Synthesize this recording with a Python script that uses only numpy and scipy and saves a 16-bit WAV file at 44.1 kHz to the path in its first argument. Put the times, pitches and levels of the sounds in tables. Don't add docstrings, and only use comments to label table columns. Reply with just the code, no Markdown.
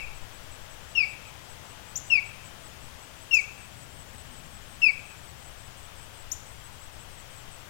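import sys
import numpy as np
from scipy import signal
from scipy.fft import rfft, irfft
from scipy.io import wavfile
from scipy.ndimage import uniform_filter1d

SR = 44100
rng = np.random.default_rng(int(sys.argv[2]) if len(sys.argv) > 2 else 0)


def store_pcm(level_fs):
    pcm = np.round(np.clip(level_fs, -1, 1) * 32767).astype(np.int16)
    wavfile.write(sys.argv[1], SR, np.atleast_2d(pcm).T)


N = 339129
TIME = np.arange(N) / SR

# (start [s], sagging part [s], dropping part [s], opening lift [Hz], knee pitch [Hz], level [dB],
#  octave level [dB], change of higher overtones [dB], change of echoes [dB])
WHISTLES = [(-.12, .053, .05, 200, 2500, -14.5, -20, -6, 1.5),
            (.9501, .056, .046, 264, 2462, -15.7, -15.5, -13, 4),
            (2.0995, .0485, .052, 216, 2526, -13.1, -19.5, -5, 1),
            (3.3087, .056, .043, 218, 2525, -13.3, -18.5, 0, .5),
            (4.817, .05, .044, 117, 2464, -11.9, -19, -6, 0)]
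# (multiple of the pitch [ratio], level [dB])
OVERTONES = [(3, -33), (4, -34), (5, -45)]
# (delay [s], level [dB])
TREE_ECHOES = [(.018, -22), (.041, -20), (.105, -26), (.262, -40)]
# (start [s], length [s], level [dB], octave level [dB], change of leaf echoes [dB])
CHIPS = [(1.955, .018, -23.8, -18.5, 0), (3.338, .0145, -28.3, -15, 5.3), (6.3153, .013, -21.5, -14, -3.5)]
# (share of its length [0-1], pitch [Hz], change of level [dB])
CHIP_SHAPE = [(0, 5480, -11), (.2, 5830, 1), (.45, 6550, -1), (.72, 7230, -.5), (1, 7120, -7)]
# (first chirp [s], last chirp [s], approximate time between chirps [s], pitch [Hz], level [dB])
BOUTS = [(.165, 1.28, .186, 7940, -43.5), (1.514, 3.42, .19, 7960, -43.2),
         (3.642, 6.213, .1836, 7960, -43.2), (6.479, 7.548, .178, 7980, -42.5),
         (3.603, 6.523, .1825, 8220, -46), (6.741, 7.522, .195, 8200, -46.5), (.03, 2.66, .202, 7620, -50),
         (2.82, 5.19, .182, 7620, -50), (5.39, 7.61, .202, 7620, -49), (2.35, 7.1, .262, 8740, -52.5),
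         (2.45, 5.72, .27, 6950, -54)]
# (frequency [Hz], density [dB per Hz])
WIND = [(8, -64.5), (18, -67), (30, -72), (50, -73.5), (120, -100), (400, -130)]
# (middle [s], half length [s], level [dB])
GUSTS = [(0, .17, 14), (.55, .2, 5.5), (4.6, .45, 2.5), (6.6, .8, 1)]
# (frequency [Hz], density [dB per Hz])
TRAFFIC = [(20, -103), (43, -86), (62, -66.5), (85, -67.5), (125, -69), (170, -78), (260, -90), (600, -110)]
# (frequency [Hz], density [dB per Hz])
ENGINE = [(100, -89), (150, -74), (200, -79), (250, -77.5), (320, -96), (600, -115)]
# (middle [s], half length [s], level [dB])
ENGINE_SWELLS = [(2.65, .45, -2), (4.25, .65, 1.5)]
# (pitch [Hz], rms level [dB], pitch wander [share], loss as the background eases [dB])
MACHINERY = [(60, -59.5, .0065, 2.5), (491, -67.5, .0057, 9), (850, -63, .022, 8.5)]
# (frequency [Hz], density [dB per Hz])
AIR = [(100, -84.5), (260, -82), (420, -82), (600, -78.5), (1500, -81), (2200, -83.5), (3200, -82.5),
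       (4100, -89.5), (6500, -90), (9000, -94.5), (12000, -102), (15500, -107)]
# (frequency [Hz], density [dB per Hz])
HISS = [(20, -100), (120, -94.5), (400, -96.5), (1500, -100), (8000, -101), (15500, -101)]

HOLD_HZ, END_HZ = 2618, 2212
LIFT_S, SAG_POWER, DROP_POWER = .0272, 2.58, 1.61
FLICK_HZ, FLICK_S = 130, .003
SWELL_DB, SWELL_POWER, RELEASE_DB = 12, 4.1, 10.5
STOP_S = .009
BOUNCE_S = .005253
CHIRP_SLIP_S, CHIRP_SCATTER_DB, CHIRP_DETUNE = .003, 1.0, .003
CALM_DB = -2.5
ENGINE_IDLE_DB = -12
ENGINE_HZ, ENGINE_TONE_DB = 189, -69
EASE_S, EASE_OVER_S = 3.2, .6
AIR_DB, AIR_EASE_DB = .4, 1.1
TOP_HZ = 15850


def undb(db):
    return 10 ** (np.asarray(db) / 20)


def add(track, start, sound):
    i = int(round(start * SR))
    part = sound[max(-i, 0):max(len(track) - i, 0)]
    track[max(i, 0):max(i, 0) + len(part)] += part


def walk(rate, size=N):
    k = max(int(SR / rate), 1)
    steps = np.repeat(rng.standard_normal(size // k + 1), k)
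    return 1.288 * uniform_filter1d(uniform_filter1d(steps, k), k)[:size]


def noise(spectrum):
    hz, db = np.transpose(spectrum)
    bins = np.maximum(np.fft.rfftfreq(N, 1 / SR), 1)
    gain = undb(np.interp(np.log(bins), np.log(hz), db))
    return irfft(rfft(rng.standard_normal(N)) * gain, N) * np.sqrt(SR / 2)


def turn(hz):
    return 2 * np.pi * np.cumsum(hz) / SR


def soften(x, hz):
    lowpass = signal.butter(2, min(hz, .45 * SR), fs=SR, output="sos")
    return signal.sosfiltfilt(lowpass, x)


def fade(size):
    return signal.windows.tukey(size, .06)


def scatter(sound, db, t60, gap, dull_hz, per_s=900):
    t = np.arange(SR) / SR
    leaves = rng.standard_normal(SR) * (rng.random(SR) < per_s / SR)
    echoes = leaves * undb(-60 * t / t60) * (1 - np.exp(-(t / gap) ** 2))
    return signal.fftconvolve(soften(sound, dull_hz), echoes * undb(db) / np.linalg.norm(echoes))


def swells(table, rest_db):
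    power = undb(rest_db) ** 2
    for middle, half, db in table:
        power = power + undb(db) ** 2 * np.exp(-((TIME - middle) / half) ** 2)
    return np.sqrt(power)


def osprey(bounce_db=-2, bounce_hz=4200, beam_db=4.5):
    near, far = np.zeros(N), np.zeros(N)
    for start, held, fall, lift_hz, knee_hz, db, octave_db, upper_db, wet_db in WHISTLES:
        tone, overtones = undb(db) * whistle(held, fall, lift_hz, knee_hz, octave_db, upper_db)
        call = tone + overtones
        add(near, start, call)
        for delay, echo_db in TREE_ECHOES:
            add(near, start + delay, undb(echo_db + wet_db) * soften(call, bounce_hz))
        spread = undb(wet_db) * (tone + undb(beam_db) * overtones)
        palms = scatter(spread, db=-18, t60=0.22, gap=0.033, dull_hz=8000, per_s=1300)
        tree_line = scatter(spread, db=-21, t60=0.76, gap=0.07, dull_hz=4500, per_s=1200)
        add(near, start, palms)
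        add(far, start, tree_line)
    add(far, BOUNCE_S, undb(bounce_db) * soften(near, bounce_hz))
    return near + far


def whistle(held, fall, lift_hz, knee_hz, octave_db, upper_db, jitter=0.0013, flutter_db=.6, rasp_db=2):
    t = np.arange(int((held + fall) * SR)) / SR
    sag = np.clip(t / held, 0, 1)
    drop = np.clip((t - held) / fall, 0, 1)

    swell_db = -SWELL_DB * (1 - sag) ** SWELL_POWER
    effort = undb(swell_db - RELEASE_DB * drop + flutter_db * walk(400, size=len(t)))
    effort = effort * np.clip((held + fall - t) / STOP_S, 0, 1)

    falling = END_HZ + (knee_hz - END_HZ) * (1 - drop) ** DROP_POWER
    sagging = (HOLD_HZ - knee_hz) * (1 - sag ** SAG_POWER)
    opening = lift_hz * np.exp(-t / LIFT_S) + FLICK_HZ * np.exp(-t / FLICK_S)
    phase = turn((falling + sagging + opening) * (1 + jitter * walk(500, size=len(t))))

    octave = undb(octave_db) * effort ** 0.25 * np.sin(2 * phase)
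    upper = np.zeros(len(t))
    for multiple, db in OVERTONES:
        rasp = rasp_db * walk(300, size=len(t))
        upper += undb(db + upper_db + rasp) * np.sin(round(multiple) * phase)
    return np.array([np.sin(phase), octave + effort * upper]) * effort * fade(len(t))


def songbird():
    out = np.zeros(N)
    shares, pitch, effort = np.transpose(CHIP_SHAPE)
    for start, length, db, octave_db, wet_db in CHIPS:
        u = np.linspace(0, 1, int(length * SR))
        phase = turn(np.interp(u, shares, pitch) * (1 + 0.016 * walk(890, size=len(u))))
        octave = undb(octave_db + 1.8 * walk(700, size=len(u))) * np.sin(2 * phase)
        strength = undb(db + np.interp(u, shares, effort))
        chip = (np.sin(phase) + octave) * strength * fade(len(u))
        add(out, start, chip)
        add(out, start, scatter(chip, db=wet_db - 2.5, t60=0.081, gap=0.0024, dull_hz=17000, per_s=6400))
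        add(out, start, scatter(chip, db=wet_db - 8.5, t60=0.5, gap=0.015, dull_hz=14500, per_s=7000))
    return out


def crickets():
    out = np.zeros(N)
    for first, last, period, hz, db in BOUTS:
        beats = int(round((last - first) / period)) + 1
        for beat in np.linspace(first, last, beats):
            slip, strength, detune = rng.standard_normal(size=3)
            pitch = hz * (1 + CHIRP_DETUNE * detune)
            sound = chirp(pitch) * undb(db + CHIRP_SCATTER_DB * strength)
            middle = beat + CHIRP_SLIP_S * slip
            add(out, middle - len(sound) / SR / 2, sound)
    return out + scatter(out, db=-13, t60=.2, gap=0.009, dull_hz=14000)[:N]


def chirp(hz, length=0.05, stroke_hz=124, sag=0.038, slide=0.039, scrape=0.0105):
    t = np.arange(int(length * (1 + 0.11 * rng.uniform(-1.1, 1)) * SR)) / SR
    edge = (2 * t / t[-1] - 1) ** 2
    stroke = (t * stroke_hz + rng.random()) % 1
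    pitch = hz * (1 - sag * edge ** 2 + slide * (.5 - stroke) + scrape * walk(900, size=len(t)))
    return np.sin(turn(pitch)) * np.sin(np.pi * stroke) ** 2 * (1 - edge ** 3)


def outdoors():
    eased = .5 + .5 * np.tanh((TIME - EASE_S) / EASE_OVER_S)
    return wind() + traffic() + engine() + machinery(eased) + air(eased)


def wind():
    return noise(WIND) * swells(GUSTS, CALM_DB) * undb(.99 * walk(7))


def traffic():
    return noise(TRAFFIC) * undb(.7 * walk(6.5))


def engine():
    note = undb(ENGINE_TONE_DB) * hum(ENGINE_HZ, wander=.0073)
    return (noise(ENGINE) + note) * swells(ENGINE_SWELLS, ENGINE_IDLE_DB)


def machinery(eased):
    return sum(undb(db - lost_db * eased) * hum(hz, wander) for hz, db, wander, lost_db in MACHINERY)


def hum(hz, wander, waver_db=2.4):
    level = np.sqrt(2) * undb(waver_db * walk(4.96))
    return level * np.sin(turn(hz * (1 + wander * walk(9))))


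def air(eased):
    return noise(AIR) * undb(AIR_DB - AIR_EASE_DB * eased + .14 * walk(3.65))


def scene():
    left = osprey() + songbird() + crickets() + outdoors()
    return np.array([left, np.zeros(N)])


def record(dry):
    hiss = np.array([noise(HISS), noise(HISS)])
    steep_cut = signal.ellip(12, .1, 70, TOP_HZ, fs=SR, output="sos")
    return signal.sosfilt(steep_cut, dry + hiss)


dry = scene()
out = record(dry)
store_pcm(out)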